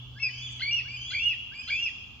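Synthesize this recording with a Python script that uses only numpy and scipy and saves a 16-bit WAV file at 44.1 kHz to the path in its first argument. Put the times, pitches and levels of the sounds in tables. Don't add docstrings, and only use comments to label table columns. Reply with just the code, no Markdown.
import sys
import numpy as np
from scipy import signal
from scipy.fft import rfft, irfft, next_fast_len
from scipy.io import wavfile
from scipy.ndimage import map_coordinates

SR = 44100
rng = np.random.default_rng(int(sys.argv[2]) if len(sys.argv) > 2 else 0)


def dump_mix(stems):
    frames = np.atleast_2d(stems).T
    limited = np.clip(frames, -1, 1)
    pcm = np.round(limited * 32767).astype(np.int16)
    wavfile.write(sys.argv[1], SR, pcm)


N = 97020
PRE_ROLL = SR // 2

# (frequency [Hz], level [dB])
RUMBLE_EQ = [(20, -31), (30, -17), (45, -6), (70, 0), (110, -0.5), (160, -12), (260, -15.5), (400, -22.5),
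             (620, -35.5), (1200, -38), (3000, -59.5)]
HISS_EQ = [(100, -10.5), (600, -7), (850, -2), (1250, -1.5), (1800, -21), (4000, -5.5), (7000, -15),
           (8500, -35), (10500, -32.5), (12500, -26.5), (15500, -22.5)]
# (frequency [Hz], left-right likeness [0-1])
WIND_LIKENESS = [(60, 1), (130, 0.47), (290, 0.93), (640, .6), (1400, 0.78), (3100, 0), (7000, 0)]
# (time [s], level [dB])
HUM_RIDE = [(0, -44.5), (0.252, -50.5), (0.449, -45.5), (0.618, -50.5), (1.03, -49), (1.101, -58),
            (1.33, -54), (1.552, -68.5), (2.2, -61.5)]

# (level [dB], pre-delay [s], build-up [s], t60 up to 3 kHz [s])
FAR_REVERB = [(-8, 0, 0.0033, 0.083), (-6, 0.09, 0.0052, 0.5), (3.5, .0, 0.021, 1.87)]
NEAR_REVERB = [(-2, 0, 0.0033, 0.17), (-18.5, 0.14, 0.0072, 0.51), (-9, 0.0076, 0.021, 1.23)]
# (frequency [Hz], level [dB])
TAIL_EQ = [(1400, -8), (1900, -4.5), (2400, -8.5), (2650, -0.5), (2850, 5), (3050, -2.5), (3400, 0.5),
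           (3900, -2), (5000, 1.5), (6300, 5), (8000, -6)]
# (frequency [Hz], lead of the left [rad])
LEFT_LEAD = [(100, 0), (2100, .5), (2600, .3), (3300, .7), (4400, 1.7), (4900, 2.1), (5300, 2.4),
             (5800, 4.2), (7000, 4.8)]

# (start [s], low note length [s], middle length [s], top rise [s], top fall [s],
#   middle from [Hz], middle to [Hz], top from [Hz], crest [Hz], top end [Hz],
#   low end level [dB], middle end level [dB], crest level [dB], tremble [0-1], overtone boost [dB])
FAR_CUES = [ (-.42, .03, .09, .135, .045, 2300, 2490, 3050, 3450, 2950, -50.5, -76, -44, 0.089, -26),
            (.152, .036, .109, .153, .042, 2170, 2390, 2980, 3460, 2850, -47.5, -38, -40, 0.085, 1),
            (.850, .030, .088, .132, .042, 2300, 2480, 3050, 3400, 3080, -48.5, -34, -37, 0.12, -1.5),
            (1.512, .028, .077, .138, .045, 2320, 2530, 3060, 3440, 3100, -46.5, -35.5, -41, 0.063, 1.5)]
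NEAR_CUES = [ (-.40, .018, .07, .07, .05, 2200, 2420, 2750, 2880, 2600, -31.5, -33, -33, 0.5, -9.5),
             (.604, .015, .090, .039, .050, 2130, 2380, 2770, 2865, 2490, -35.5, -28, -26.5, 0.3, 8),
             (1.113, .020, .063, .072, .060, 2220, 2410, 2650, 2875, 2420, -37.5, -29, -27, 1, 1.5),
             (1.684, .018, .055, .073, .049, 2280, 2440, 2570, 2820, 2390, -35.5, -25.5, -28, 0.6, 3.5)]
# (2nd harmonic [dB], 3rd harmonic [dB], pitch jitter [share], swell [dB], overtone drift [dB])
FAR_REGISTERS = [(-4, -14, 0.0042, 8.2, 1), (-8.5, -24, 0.0017, 8.1, -4.5), (-15.5, -69, 0.0031, 3.9, -2.5)]
NEAR_REGISTERS = [(-4.5, -13, 0.0097, 7.5, -0.5), (-11.5, -37.5, 0.0067, 1.5, -13.5),
                  (-27.5, -56, 0.0034, 1, 2)]
# (time [s], pitch [Hz], level [dB])
SQUEAK_CONTOUR = [(.485, 3686, -79), (.505, 3700, -65.5), (.53, 3950, -53)]
YELP_CONTOUR = [(0, 2580, -17), (.013, 2745, -12), (.025, 2680, -5), (.052, 2530, 1), (.066, 2490, -5),
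                (.075, 2470, -3), (.089, 2410, -10)]
# (start [s], gain [dB])
YELP_CUES = [(0.197, -25.5)]
YELP_TONE = [2, -8, -45, -46.5]
CREAK_TONE = [-25, -16, -10, -1, -3, -3.5, -12]
# (delay [s], level [dB])
TRUNK_ECHOES = [(0.023, -14.5), (0.038, -21.5), (0.114, -24.5), (0.163, -29.5)]

FADE_DB = -2.5


def amp(db):
    return 10 ** (np.asarray(db) / 20)


def along(points, hz):
    f, v = np.transpose(points)
    return np.interp(np.log(hz + 1), np.log(f + 1), v)


def wobble(rate, size):
    knots = rng.standard_normal(4096)
    return map_coordinates(knots, [np.arange(size) * rate / SR], mode="wrap")


def filtered(x, response):
    m = next_fast_len(x.shape[-1] + SR // 4)
    return irfft(rfft(x, m) * response(np.fft.rfftfreq(m, 1 / SR)), m)[..., :x.shape[-1]]


def ramp(seconds):
    return np.linspace(0, 1, max(int(seconds * SR), 8))


def contour(rows):
    s, hz, db = np.transpose(rows)
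    t = np.arange(s[0], s[-1], 1 / SR)
    return np.interp(t, s, hz), np.interp(t, s, db)


def add(track, start, sound):
    i = max(PRE_ROLL + int(start * SR), 0)
    track[i:i + len(sound)] += sound[:max(len(track) - i, 0)]


def noise_bed(eq):
    def response(hz):
        width = np.arccos(np.clip(along(WIND_LIKENESS, hz), -1, 1)) / 2
        return amp(along(eq, hz)) * [np.cos(width), np.sin(width)]
    mid, side = filtered(rng.standard_normal((2, N)), response)
    stereo = np.array([mid + side, mid - side])
    return stereo / np.sqrt(np.mean(stereo ** 2))


def wind():
    rumble = amp(-53.5 + 1.2 * wobble(7.95, N)) * noise_bed(RUMBLE_EQ)
    return rumble + amp(-62.5) * noise_bed(HISS_EQ)


def engine(pitch_hz=123):
    ride_db = np.interp(np.arange(N) / SR, *np.transpose(HUM_RIDE))
    phase = 2 * np.pi * np.cumsum(pitch_hz * (1 + 0.008 * wobble(18, N))) / SR
    hum = amp(ride_db + wobble(15, N)) * np.sin(phase)
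    octave = amp(-67.5 + 0.67 * wobble(4.4, N)) * np.sin(2 * phase)
    return np.sqrt(2) * (hum + octave)


def forest(x, layers):
    hz, t, noise = signal.stft(rng.standard_normal((2, 3 * SR // 2)), SR, nperseg=256)
    damping = np.maximum(hz, 3000)[:, None] / 3000
    power = 0
    for db, delay_s, build_s, t60 in layers:
        age = np.maximum(t - delay_s, 0)
        envelope = ((1 - np.exp(-age / build_s)) * amp(-60 * age * damping / t60)) ** 2
        power = power + amp(db) ** 2 * envelope / (envelope[0].sum() * t[1] * SR)
    colour = amp(along(TAIL_EQ, hz))[:, None]
    impulse = signal.istft(noise * np.sqrt(power) * colour, SR, nperseg=256)[1]
    direct = filtered(x, lambda f: np.exp(.5j * np.outer([1, -1], along(LEFT_LEAD, f))))
    wet = signal.fftconvolve(x[None], impulse, axes=1)[:, :len(x)]
    return (direct + wet)[:, PRE_ROLL:]


def whistle(hz, db, harmonics, jitter, drift_db=0, edge_s=0.0031, flutter_per_s=121.1, air_hz=707):
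    edge = int(edge_s * SR)
    hz, db = np.pad(hz, (0, edge), "edge"), np.pad(db, (0, edge), "edge")
    n = len(hz)
    phase = 2 * np.pi * np.cumsum(hz * (1 + jitter * wobble(320, n))) / SR
    bright_db = 0.27 * (db - db.max()) + drift_db * np.linspace(0, 1, n)
    wave = 0
    for k, level in enumerate(harmonics, 1):
        overtone_db = bright_db + 3.5 * wobble(flutter_per_s, n)
        wave = wave + amp(level + (k > 1) * overtone_db) * np.exp(1j * k * phase)
    air = 1 + amp(-44.5) * (wobble(2 * air_hz, n) + 1j * wobble(2 * air_hz, n))
    to_edge = np.minimum(np.arange(n), np.arange(n)[::-1])
    gate = np.sin(np.pi / 2 * np.clip(to_edge / edge, 0, 1)) ** 2
    flutter_db = 2.92 * np.tanh(wobble(flutter_per_s, n))
    waver_db = 2 * np.tanh(wobble(55, n))
    return (wave * air).real * gate * amp(db + flutter_db + waver_db)


def tremble(hz, db, depth, rate_hz=62):
    n = len(hz)
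    phase = 2 * np.pi * np.cumsum(rate_hz * (1 + .15 * wobble(60, n))) / SR
    shake = depth * np.linspace(1, .5, n) * np.sin(phase)
    return hz * (1 + 0.071 * shake), db + 2.5 * shake


def hoarseness(fall, depth_db=0.5):
    return depth_db * fall * np.tanh(wobble(341.5, len(fall)))


def drop(call_db, pitch_hz=2095, sag=0.911):
    u = ramp(0.016)
    return whistle(pitch_hz * sag ** u, call_db - 17.5 + FADE_DB * u, [0, -13, -26], jitter=.035)


def cries(cues, registers, bend, low_from, low_to):
    track = np.zeros(PRE_ROLL + N)
    low_swell, mid_swell, top_swell = [row[3] for row in registers]
    for (start, low_s, mid_s, rise_s, fall_s, mid_from, mid_to, top_from, crest, top_end,
         low_db, mid_db, crest_db, shake, boost_db) in cues:
        low, mid, rise, fall = ramp(low_s), ramp(mid_s), ramp(rise_s), ramp(fall_s)
        low_note = low_from + (low_to - low_from) * low, low_db + low_swell * (low - 1)
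        scoop = 1 - .07 * np.exp(-mid * mid_s / .005)
        mid_hz = (mid_from + (mid_to - mid_from) * mid ** 1.1) * scoop
        rise_hz = top_from + (crest - top_from) * np.sin(np.pi / 2 * rise ** bend)
        fall_hz = crest + (top_end - crest) * fall ** 1.74
        arch_db = np.r_[top_swell * (rise - 1), FADE_DB * fall + hoarseness(fall)]
        top_note = np.r_[rise_hz, fall_hz], crest_db + arch_db
        mid_note = tremble(mid_hz, mid_db + mid_swell * (mid - 1), shake)
        for (hz, db), register in zip([low_note, mid_note, top_note], registers):
            second_db, third_db, jitter, _, drift_db = register
            harmonics = [0, second_db + boost_db, third_db + boost_db]
            add(track, start, whistle(hz, db, harmonics, jitter, drift_db))
            start += len(hz) / SR
        add(track, start, drop(crest_db))
    return track


def far_eagle():
    track = cries(FAR_CUES, FAR_REGISTERS, bend=2.1, low_from=1472, low_to=1740)
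    squeak = whistle(*contour(SQUEAK_CONTOUR), [-10, -2], jitter=0.0017)
    add(track, SQUEAK_CONTOUR[0][0], squeak)
    return track


def near_eagle(creak_hz=657, creak_db=-39):
    track = cries(NEAR_CUES, NEAR_REGISTERS, bend=1.3, low_from=1413, low_to=1626)
    for start, *_ in NEAR_CUES:
        u = ramp(.019)
        creak = whistle(creak_hz * 1.08 ** u, creak_db + FADE_DB * u, CREAK_TONE, jitter=.014)
        add(track, start - .01, creak)
    for start, db in YELP_CUES:
        hz, shape_db = contour(YELP_CONTOUR)
        add(track, start, whistle(hz, db + shape_db, YELP_TONE, jitter=.004))
        add(track, start + len(hz) / SR, drop(db))
    return track


def trunks(x):
    def echoes(hz):
        return sum(amp(db) * np.exp(-2j * np.pi * hz * delay_s) for delay_s, db in TRUNK_ECHOES)
    return x + filtered(x, echoes)


def scene():
    near = forest(trunks(near_eagle()), NEAR_REVERB)
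    far = forest(far_eagle(), FAR_REVERB)
    bed = (wind() + engine()) * amp([[-.3], [.3]])
    return near + far + bed


def record(dry, cutoff_hz=15750):
    return filtered(dry, lambda hz: hz < cutoff_hz)


dry = scene()
out = record(dry)
dump_mix(out)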